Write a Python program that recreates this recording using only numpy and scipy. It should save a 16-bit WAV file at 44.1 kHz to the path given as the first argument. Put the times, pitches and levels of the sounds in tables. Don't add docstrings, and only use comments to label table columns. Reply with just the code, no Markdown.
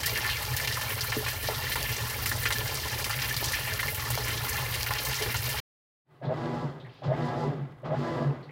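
import sys
import numpy as np
from scipy import signal
from scipy.fft import rfft, irfft
from scipy.io import wavfile

SR = 44100
rng = np.random.default_rng(int(sys.argv[2]) if len(sys.argv) > 2 else 0)


def wrap_up_sound(samples):
    columns = np.atleast_2d(samples).T
    tamed = np.clip(columns, -1, 1)
    steps = np.round(tamed * 32767).astype(np.int16)
    wavfile.write(sys.argv[1], SR, steps)


N = 375291
T = np.arange(N) / SR
POUR_END_S, WASH_START_S = 5.603, 6.04


def gain_of(db):
    return 10 ** (np.asarray(db) / 20)

def unit_rms(x):
    return x / np.sqrt(np.mean(x ** 2) + 1e-20)

def add(mix, s, sound):
    part = mix[max(round(s * SR), 0):][:len(sound)]
    part += sound[:len(part)]

def swell(peak_s, half_width_s):
    return np.exp(-((T - peak_s) / half_width_s) ** 2)

def wander(rate_hz):
    f = np.fft.rfftfreq(N, 1 / SR)
    return unit_rms(irfft(rfft(rng.standard_normal(N)) / (1 + (f / rate_hz) ** 4), N))

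def colour(x, points=None, modes=(), size=8192):
    f, db = np.fft.rfftfreq(size, 1 / SR), np.zeros(size // 2 + 1)
    if points is not None:
        hz, level = np.transpose(points)
        db += np.interp(np.log(f + 1), np.log(hz), level)
    for hz, width, lift in modes:
        db += lift / (1 + (2 * (f - hz) / width) ** 2)
    log_gain = np.log(gain_of(np.r_[db, db[-2:0:-1]]))
    response = np.fft.ifft(np.exp(np.conj(signal.hilbert(log_gain)))).real
    return signal.oaconvolve(x, response[:size // 2])[:len(x)]

def band(x, hz, spread):
    spread = max(spread, 1.05)
    edges = np.clip([hz / spread, hz * spread], 10, SR / 2 - 100)
    return signal.sosfilt(signal.butter(2, edges, "band", fs=SR, output="sos"), x)

def drops(per_s, spread_db):
    return (rng.random(N) < per_s / SR) * gain_of(spread_db * np.minimum(rng.exponential(1, N), 3.4))

def spatter(lo_hz, hi_hz, per_s, spread_db, decay_s, crack, bed, count=6):
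    out = np.zeros(N)
    for hz in np.geomspace(lo_hz, hi_hz, count):
        hits = drops(per_s / count, spread_db)
        power = signal.lfilter([1], [1, -np.exp(-2 / (decay_s * SR))], hits ** 2)
        puffs = np.sqrt(power / power.mean() + bed ** 2) * rng.standard_normal(N)
        out += band(puffs + crack * unit_rms(hits), hz, 1.46)
    return unit_rms(out)

def bubbles(lo_hz, hi_hz, per_s, spread_db, cycles, rise):
    out, draws = np.zeros(N), rng.random((8000, 4))
    born = draws[:, 3] < per_s * N / SR / len(draws)
    for when, pitch, strength, _ in draws[born]:
        hz = lo_hz * (hi_hz / lo_hz) ** pitch
        age = np.arange(int(5 * cycles / hz * SR)) * hz / cycles / SR
        amplitude = hz * gain_of(spread_db * min(-np.log(1 - strength), 3))
        ring = np.exp(-age) * np.sin(2 * np.pi * cycles * age * (1 + rise * age))
        add(out, when * N / SR, amplitude * ring)
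    return unit_rms(out)

def burst(hz, spread, decay_s, crack, ring=0, modes=(), size=4096):
    t = np.arange(size) / SR
    envelope = np.exp(-t / decay_s)
    puff = rng.standard_normal(size) * envelope
    puff[0] += crack
    bubble = envelope * np.sin(2 * np.pi * hz * t * (1 + 2 * t))
    sound = colour(unit_rms(band(puff, hz, spread)) + ring * unit_rms(bubble), modes=modes)
    return sound / np.sqrt(np.mean(sound[:SR // 100] ** 2))

def drum_echo(x, wet_db, t60_s, above_hz, size=6000):
    taps = rng.choice([-1., 1.], size) * (rng.random(size) < .03) * gain_of(-60 * T[:size] / t60_s)
    taps[:SR // 500] = 0
    high_pass = signal.butter(3, above_hz, "high", fs=SR, output="sos")
    taps = signal.sosfilt(high_pass, taps / np.linalg.norm(taps))
    return x + gain_of(wet_db) * signal.oaconvolve(x, taps)[:N]

# f/Hz, bandwidth/Hz, gain/dB
DRUM_MODES = [(272, 24, -3.5), (427, 25, 9), (501, 150, 7.5), (651, 21, 4), (693, 31, -5.5),
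              (844.4, 45, 10), (1028, 200, 8.5), (1398, 48, 8.5), (1759, 140, 11), (1923, 30, 4.5),
              (2086, 72, 8), (2330, 46, 5.5), (2508, 36, 3.5), (2776, 72, 8), (3100, 70, 7.5),
              (4170, 90, 4.5)]
# f/Hz, relative level/dB
SPLASH_SPECTRUM = [(300, -29), (900, -15), (1500, -3), (2500, -1), (4400, 0.5), (5700, 0), (6800, -5.5),
                   (10000, -7.5), (16000, -42.5)]
def splash():
    splats = spatter(1070, 6500, per_s=310, spread_db=5.5, decay_s=0.014, crack=0.13, bed=0.69)
    splats += gain_of(-9.5) * bubbles(1200, 5000, per_s=400, spread_db=5, cycles=13, rise=0.01)
    air_pockets = gain_of(-9) * bubbles(1600, 2400, per_s=90, spread_db=4, cycles=15, rise=0.022)
    clumping = gain_of(1.14 * wander(15))
    in_drum = colour((splats + air_pockets) * clumping, SPLASH_SPECTRUM, DRUM_MODES)
    return gain_of(-35.5) * unit_rms(drum_echo(in_drum, wet_db=-10.5, t60_s=0.48, above_hz=2500))

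# f/Hz, relative level/dB
GURGLE_SPECTRUM = [(100, -25), (190, -1), (280, -2.5), (500, -6.5), (680, -3), (1000, -6), (1300, -3.5),
                   (2000, -21.5), (5000, -25.5)]
def gurgle():
    glugs = spatter(220, 1630, per_s=190, spread_db=1.5, decay_s=0.012, crack=0.31, bed=0.29)
    glugs += gain_of(-9) * bubbles(350, 1400, per_s=130, spread_db=7, cycles=6.9, rise=0.025)
    return gain_of(-41.5) * unit_rms(colour(glugs, GURGLE_SPECTRUM, DRUM_MODES))

# f/Hz, relative level/dB
SPRAY_SPECTRUM = [(2000, -26), (5000, -12.5), (7000, -9.5), (8500, -9), (11200, -1), (12000, -4),
                  (13500, 3), (16000, -2)]
def spray():
    mist = spatter(8000, 14000, per_s=390, spread_db=6, decay_s=0.013, crack=0.2, bed=0.8, count=2)
    mist += gain_of(-11.5) * bubbles(6500, 15000, per_s=430, spread_db=5, cycles=30, rise=.004)
    return gain_of(-39.5) * unit_rms(colour(mist, SPRAY_SPECTRUM))

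# t/s, half-width/s, gain/dB
JET_LULLS = [(0.595, 0.023, -5), (0.961, 0.018, -5), (1.397, 0.046, -5), (3.948, .05, -2.5),
             (5.409, 0.03, -2)]
def jet():
    slack = gain_of(sum(db * swell(s, half_width) for s, half_width, db in JET_LULLS))
    thinning = gain_of(-5.5 * sum(swell(s - 0.005, 0.0065) for s, *_ in BIG_GOUTS))
    return ((splash() + gurgle()) * slack + spray()) * thinning

# f/Hz, relative level/dB
RUMBLE_SPECTRUM = [(20, -22), (38, -21), (51, 0), (85, -0.5), (105, 1), (122, 4.5), (140, -3.5), (150, -5),
                   (175, -22.5), (300, -30.5)]
def rumble():
    return gain_of(-38.5 + 1.5 * wander(22)) * unit_rms(colour(rng.standard_normal(N), RUMBLE_SPECTRUM))

# harmonic number, level/dB
FILLING_HARMONICS = [(1, -45), (2, -61.5)]
def hum(harmonics, waver, waver_hz, hum_hz=120):
    out, phase = np.zeros(N), 2 * np.pi * hum_hz * T
    for k, db in harmonics:
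        amplitude = gain_of(db) * np.sqrt(2) * (1 + waver * wander(waver_hz))
        out += amplitude * np.sin(k * phase + waver * wander(8.4))
    return out

# t/s, relative level/dB
LOUD_TICKS = [(0.0328, -18), (0.059, -12), (0.1756, -9), (0.2448, -17), (0.6752, -15.5), (1.0133, -14),
              (1.121, -26), (1.829, -9), (2.2624, -16), (2.5847, -9), (3.066, -20.5), (3.2456, -18),
              (3.3662, -15), (3.738, -10), (3.7927, -25), (3.8312, -27), (3.872, -13), (4.0297, -19),
              (4.1037, -30), (4.1533, -10), (4.5687, -14), (4.8313, -6), (4.937, -9), (5.144, -13)]
# f/Hz, gain/dB
TICK_SPECTRUM = [(400, -24.5), (2000, -7), (4500, 4), (7500, -8), (14000, -3.5)]
def ticks():
    hits = gain_of(-48) * unit_rms(drops(per_s=60, spread_db=3.5) * rng.choice([-1., 1.], N))
    for s, db in LOUD_TICKS:
        hits[round(s * SR)] += gain_of(db + 2.5)
    slap = 0.27 * rng.standard_normal(256) * np.exp(-T[:256] / 0.00095)
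    slap[0] = 1
    return colour(signal.oaconvolve(hits, slap)[:N], TICK_SPECTRUM, size=1024)

def splat(hz, spread, ring, landing_s, decay_s, crack, count=5, size=4096):
    puff_power, ringing = np.zeros((2, size))
    for k, (when, pitch, phase) in enumerate(rng.random((count, 3))):
        onset = landing_s * (k + when * (k > 0)) / count
        age = np.maximum(T[:size] - onset, 0)
        envelope = gain_of(-2 * k) * np.minimum(age / 0.00034, 1) * np.exp(-age / decay_s)
        bubble_hz = hz * spread ** (.9 * (pitch - .5))
        puff_power += envelope ** 2
        ringing += envelope * np.sin(2 * np.pi * (phase + bubble_hz * age * (1 + 6 * age)))
    puff = rng.standard_normal(size) * np.sqrt(puff_power)
    puff[SR // 1000] += crack
    sound = unit_rms(band(puff, hz, spread)) + ring * unit_rms(ringing)
    sound = colour(sound, modes=DRUM_MODES, size=4096)
    return sound / np.sqrt(np.mean(sound[:SR // 100] ** 2))

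def small_gouts(count=26, lo_hz=1014, hi_hz=6480):
    rows = []
    for k, (when, strength, fineness) in enumerate(rng.random((count, 3))):
        s = POUR_END_S * (k + when) / count
        db = -39 + 8.5 * (2 * strength - 1)
        hz = lo_hz * (hi_hz / lo_hz) ** fineness
        rows.append((s, db, hz, 1.35, -35.5 + 9 * (fineness - .5)))
    return rows

# t/s, onset level/dB, centre f/Hz, band spread (ratio), spray level/dB
BIG_GOUTS = [(0.032, -31, 2780, 2.5, -41), (0.061, -30.5, 4770, 1.2, -25.5),
             (0.157, -30.5, 2120, 1.26, -41), (0.565, -36.5, 5550, 1.2, -28.5), (0.674, -27, 3020, 2, -48),
             (0.812, -33.5, 1780, 2, -37), (1.008, -30.5, 5020, 1.15, -35), (1.12, -27.5, 1860, 1.7, -58.5),
             (1.263, -31, 1760, 1.7, -48), (1.756, -28.5, 1043, 2.5, -34), (2.258, -29, 2350, 2, -29),
             (2.315, -27, 1704, 1.23, -46), (2.455, -23.5, 1946, 1.44, -51),
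             (2.505, -27.5, 1784, 1.86, -35), (2.524, -28.5, 4200, 2.1, -43), (3.043, -34, 4900, 1.2, -35),
             (3.096, -31.5, 1150, 1.42, -34), (3.365, -31.5, 4280, 1.2, -36),
             (3.533, -29.5, 1830, 1.14, -52), (3.792, -28.5, 1860, 1.14, -53),
             (3.829, -29.5, 1320, 1.56, -45), (3.88, -30, 2100, 1.12, -37), (4.103, -36, 690, 1.8, -29),
             (4.864, -30.5, 1980, 1.5, -45), (4.906, -30.5, 940, 1.4, -44), (5.343, -30, 1786, 2.3, -37)]
def gouts():
    out = np.zeros(N)
    for s, db, hz, spread, spray_db in BIG_GOUTS + small_gouts():
        if hz < 1200:
            body = splat(hz, spread, ring=.3, landing_s=0.0036, decay_s=0.011, crack=9.9)
        else:
            body = splat(hz, spread, ring=0.54, landing_s=.005, decay_s=0.01, crack=9.1)
        slap = gain_of(-13.5) * burst(2000, spread=3, decay_s=0.002, crack=6)
        mist = burst(12000, spread=1.78, decay_s=0.016, crack=1.6)
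        add(out, s, gain_of(db) * (body + slap) + gain_of(spray_db) * mist)
    return out

# t/s, half-width/s, level/dB, centre f/Hz
DROP_CLUSTERS = [(0.25, 0.022, -30.5, 1940), (0.314, 0.045, -34, 3330), (1.867, 0.11, -39, 2500),
                 (3.563, 0.033, -33, 2700), (3.69, 0.058, -36, 2220), (4.29, 0.044, -35.5, 2080),
                 (5.15, 0.053, -36, 4700), (5.305, 0.028, -36, 2000)]
def clusters():
    crowd = spatter(500, 7500, per_s=720, spread_db=-0.5, decay_s=.006, crack=0.12, bed=0.3)
    crowd += gain_of(-6.5) * bubbles(600, 5000, per_s=800, spread_db=4, cycles=7, rise=0.022)
    crowd = colour(crowd, modes=DRUM_MODES)
    return sum(gain_of(db) * swell(s, half_width) * unit_rms(band(crowd, hz, 1.41))
               for s, half_width, db, hz in DROP_CLUSTERS)

def resonance(s, db, hz, half_width_s):
    return gain_of(db) * np.sqrt(2) * swell(s, half_width_s) * np.sin(2 * np.pi * hz * (T - s))

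# t/s, level/dB, f/Hz
TUB_THUMPS = [(0.53, -31, 122), (4.128, -32.5, 118.5), (3.17, -35.5, 125.4), (5.47, -30, 122.5),
              (6.262, -38, 127.2), (6.667, -33.5, 139.5), (6.8, -52, 133), (6.885, -48, 123),
              (7.09, -28.5, 136), (7.7, -43, 139), (7.88, -35, 128), (7.485, -28, 146), (7.626, -31.5, 140),
              (7.99, -32, 143), (8.285, -23.5, 141.6)]
def thumps():
    return sum(resonance(s, db, hz, half_width_s=0.035) for s, db, hz in TUB_THUMPS)

# t/s, onset level/dB, centre f/Hz, band spread (ratio), relative ring level/dB
WATER_SLUGS = [(1.168, -29.5, 288, 1.53, -31.5), (1.4874, -27.5, 640, 1.5, -34),
               (3.427, -35, 607, 1.6, -46), (4.176, -30.5, 750, 1.6, -36), (5.212, -38, 400, 2.3, -30.5),
               (5.262, -34, 700, 2.6, -35.5)]
def slugs(ring_hz=431, ring_decay_s=0.022):
    out, t = np.zeros(N), T[:SR // 6]
    ring = 2 * (1 - np.exp(-t / 0.0068)) * np.exp(-t / ring_decay_s) * np.sin(2 * np.pi * ring_hz * t)
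    for s, db, hz, spread, ring_db in WATER_SLUGS:
        add(out, s, gain_of(db) * burst(hz, spread, decay_s=0.015, crack=16))
        add(out, s, gain_of(ring_db) * ring)
    return out

# t/s, driven time/s, then relative level/dB of knock, groan, load, first splash, run-down
MOTOR_STROKES = [(6.214, .42, -41.5, -26, -1, -65, -45.5), (7.02, .46, -40, -25, 0.5, -51, -32.5),
                 (7.831, .425, -41, -26, 0.5, -57, -40.5)]
def stirred(db, lag_s, rise_s, overrun_s, fall_db_per_s):
    envelope = np.zeros(N)
    for s, length, _, _, load_db, *_ in MOTOR_STROKES:
        attack = np.clip((T - s - lag_s) / rise_s, 0, 1)
        released = np.maximum(T - s - length - overrun_s, 0)
        envelope += attack * gain_of(db + load_db - fall_db_per_s * released)
    return envelope

# f/Hz, relative level/dB
BOOM_SPECTRUM = [(20, -38), (40, -23), (62, -9), (95, -12), (115, 5.5), (143, 8.5), (160, 10.5),
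                 (180, -14.5), (300, -57), (1500, -100)]
def boom():
    envelope = gain_of(-60) + stirred(-37, lag_s=0.014, rise_s=0.031, overrun_s=.01, fall_db_per_s=72)
    envelope += gain_of(-38) * sum(swell(s + 0.061, 0.017) for s, *_ in MOTOR_STROKES)
    return envelope * unit_rms(colour(rng.standard_normal(N), BOOM_SPECTRUM))

# f/Hz, bandwidth/Hz, gain/dB
CABINET_MODES = [(273, 12, 5.5), (387, 36, 8.5), (446, 43, -4.5), (519, 11, -1), (594, 28, 4), (655, 24, 6),
                 (702, 18, -5), (720, 16, 9), (870, 50, 2), (965, 46, -9), (1220, 54, 3), (1380, 50, -1.5),
                 (1654, 27, 8), (1990, 48, 9.5), (2550, 200, 1.5)]
# f/Hz, relative level/dB
CHURN_SPECTRUM = [(60, -42), (120, -21), (190, -1), (260, 0.5), (400, -0.5), (500, 1.5), (700, -10),
                  (1000, -3.5), (2500, -43.5), (8000, -96)]
def churn():
    envelope = gain_of(-63) + stirred(-40.5, lag_s=.002, rise_s=0.03, overrun_s=0.031, fall_db_per_s=79)
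    envelope += stirred(-54, lag_s=0.23, rise_s=0.049, overrun_s=-0.033, fall_db_per_s=167)
    slosh = spatter(148, 1650, per_s=320, spread_db=2.5, decay_s=0.0094, crack=0.21, bed=1)
    water = unit_rms(colour(slosh, CHURN_SPECTRUM, CABINET_MODES))
    water += gain_of(-10) * bubbles(350, 900, per_s=160, spread_db=0, cycles=6, rise=0.014)
    return envelope * unit_rms(water)

# f/Hz, relative level/dB
RATTLE_SPECTRUM = [(60, -38), (300, -11.5), (600, -6), (950, -0.5), (1400, -4), (2050, -9.5), (2500, -16.5),
                   (3500, -17), (8000, -75), (16000, -73)]
def rattle():
    envelope = gain_of(-66.5) + stirred(-50, lag_s=.003, rise_s=0.013, overrun_s=0.047, fall_db_per_s=66)
    envelope += stirred(-52.5, lag_s=0.083, rise_s=0.037, overrun_s=-0.07, fall_db_per_s=200)
    rough_noise = rng.standard_normal(N) * (1 + 0.18 * wander(70))
    return envelope * unit_rms(colour(rough_noise, RATTLE_SPECTRUM, CABINET_MODES))

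# f/Hz, relative level/dB
FOAM_SPECTRUM = [(100, -44), (1200, -17), (2600, 1.5), (3500, 2), (5000, -2), (5900, -10), (7500, -13),
                 (8500, -19), (11000, -21.5), (14300, -21), (15100, -38)]
# t/s, half-width/s, level/dB
FOAM_DRAINS = [(6.166, 0.047, -80), (6.97, 0.08, -61.5)]
# t/s, half-width/s, level/dB
FOAM_CRESTS = [(6.447, .06, -67), (6.604, 0.11, -67), (7.265, 0.054, -61), (7.408, 0.041, -59),
               (8.089, 0.12, -61)]
def foam():
    pops = spatter(1500, 13000, per_s=440, spread_db=8, decay_s=0.0073, crack=.1, bed=2.7)
    fizz = unit_rms(colour(pops, FOAM_SPECTRUM))
    fizz += gain_of(-16) * bubbles(1000, 2600, per_s=230, spread_db=8, cycles=11, rise=0.014)
    stir = gain_of(-80.5) + stirred(-56, lag_s=0.075, rise_s=0.087, overrun_s=-0.021, fall_db_per_s=93)
    drains = sum(gain_of(db) * swell(s, half_width) for s, half_width, db in FOAM_DRAINS)
    crests = sum(gain_of(db) * swell(s, half_width) for s, half_width, db in FOAM_CRESTS)
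    jerks = np.zeros(N)
    for s, *_, splash_db, _ in MOTOR_STROKES:
        age = np.maximum(T - s - .012, 0) / 0.019
        jerks += gain_of(splash_db) * age * np.exp(1 - age)
    out = stir * unit_rms(fizz)
    for envelope, hz, spread in (drains, 2830, 2), (jerks, 3300, 1.95), (crests, 6300, 1.96):
        out += envelope * unit_rms(band(fizz, hz, spread))
    faint_suds = spatter(8000, 12300, per_s=200, spread_db=7, decay_s=.004, crack=.1, bed=1.5, count=2)
    return out + gain_of(-83) * faint_suds

def knocks():
    out = np.zeros(N)
    for s, _, knock_db, *_ in MOTOR_STROKES:
        first = burst(587, spread=1.15, decay_s=0.024, crack=7.9, ring=0.48, modes=CABINET_MODES)
        second = burst(570, spread=1.7, decay_s=0.033, crack=4.4, modes=CABINET_MODES)
        add(out, s, gain_of(knock_db) * band(first, 600, 1.8))
        add(out, s + 0.021, gain_of(knock_db) * second)
    return out

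def groans(pitch_hz=630, climb_hz_per_s=1550, peak_s=.097, judder_hz=108):
    out, from_peak = np.zeros(N), T[:SR // 4] - peak_s
    envelope = np.exp(np.minimum(from_peak, 0) / 0.024 - (np.maximum(from_peak, 0) / 0.024) ** 4)
    for s, _, _, groan_db, *_ in MOTOR_STROKES:
        wobble, slip, rasp = rng.standard_normal((3, len(from_peak)))
        hz = pitch_hz + climb_hz_per_s * np.clip(from_peak, -.016, .016)
        hz += 22 * unit_rms(band(wobble, 60, 2))
        judder_rate = judder_hz * (1 + .25 * unit_rms(band(slip, 40, 2)))
        judder = np.cos(2 * np.pi * np.cumsum(judder_rate) / SR)
        tone = (1 + .55 * judder) * np.sin(2 * np.pi * np.cumsum(hz) / SR + .45 * judder)
        tone += .25 * unit_rms(band(rasp, pitch_hz, 1.25))
        add(out, s, gain_of(groan_db) * envelope * tone)
    return out

# t/s, onset level/dB, centre f/Hz
WALL_SLOPS = [(6.253, -53, 3730), (6.799, -57.5, 3440), (6.848, -53.5, 1930), (6.892, -63, 2980),
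              (7.135, -52, 1950), (7.635, -62, 1780), (7.941, -48, 1570), (8.43, -59, 4000),
              (8.491, -52, 2130)]
def slops():
    out = np.zeros(N)
    for s, db, hz in WALL_SLOPS:
        add(out, s, gain_of(db) * burst(hz, spread=1.15, decay_s=0.034, crack=3, ring=0.25))
    return out

# harmonic number, relative level/dB
MOTOR_HARMONICS = [(2, -39.5), (5, -46), (6, -49)]
# multiple of the mesh rate, relative level/dB
WHINE_HARMONICS = [(2, -1), (3, -2), (4, -3.5), (5, -3.5), (6, -4.5), (7, -8.5), (8, -12), (10, -13),
                   (11, -19), (12, -17.5)]
# multiple of the mesh rate, relative level/dB
GROWL_HARMONICS = [(2, -5), (3, -5.5), (4, -12), (5, -11)]
def motor(mesh_hz=166.1, spin_up_s=.19, coast_s=.35):
    speed, pull, coasting = np.zeros((3, N))
    for s, length, _, _, load_db, _, coast_db in MOTOR_STROKES:
        age, released = np.maximum(T - s, 0), np.maximum(T - s - length, 0)
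        spin_up = np.sin(np.pi / 2 * np.minimum(age / spin_up_s, 1))
        speed += spin_up * np.maximum(1 - released / coast_s, 0)
        pull += gain_of(load_db) * np.minimum(age / 0.2, 1) * np.exp(-released / 0.049)
        coasting += np.minimum(released / 0.049, 1) * gain_of(coast_db - 59 * released)
    phase = 2 * np.pi * np.cumsum(mesh_hz * speed * (1 + 0.0075 * wander(7.25))) / SR
    whine = sum(gain_of(db) * (1 + 0.56 * wander(11)) * np.sin(k * phase + 0.71 * wander(28))
                for k, db in WHINE_HARMONICS)
    growl = sum(gain_of(db) * np.sin(k * phase + 0.82 * wander(45)) for k, db in GROWL_HARMONICS)
    driven = gain_of(-41) * whine * speed ** 4 + hum(MOTOR_HARMONICS, waver=0.42, waver_hz=14)
    return pull * driven + coasting * growl * np.minimum(2 * speed, 1)

# t/s, level/dB, f/Hz
PANEL_TONES = [(6.45, -36, 337), (6.5, -39, 391), (7.435, -39, 848), (7.465, -33, 403), (7.955, -39, 835),
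               (8.085, -41, 332), (8.09, -43, 490), (8.09, -41.5, 1003), (8.168, -40, 510)]
def panels():
    return sum(resonance(s, db, hz, half_width_s=0.027) for s, db, hz in PANEL_TONES)

def scene():
    filling = jet() + rumble() + hum(FILLING_HARMONICS, waver=0.65, waver_hz=19)
    filling += ticks() + gouts() + clusters() + slugs()
    filling *= np.clip((POUR_END_S - T) / 0.0042, 0, 1)
    washing = boom() + churn() + rattle() + foam() + knocks() + groans() + slops() + motor()
    washing *= np.clip((T - WASH_START_S) / 0.08, 0, 1) ** 2
    return (filling + thumps() + washing + panels())[None]

def record(dry):
    low_pass = signal.firwin(511, 15900, window=("kaiser", 9), fs=SR)
    return signal.oaconvolve(dry, low_pass[None], "same")


dry = scene()
out = record(dry)
wrap_up_sound(out)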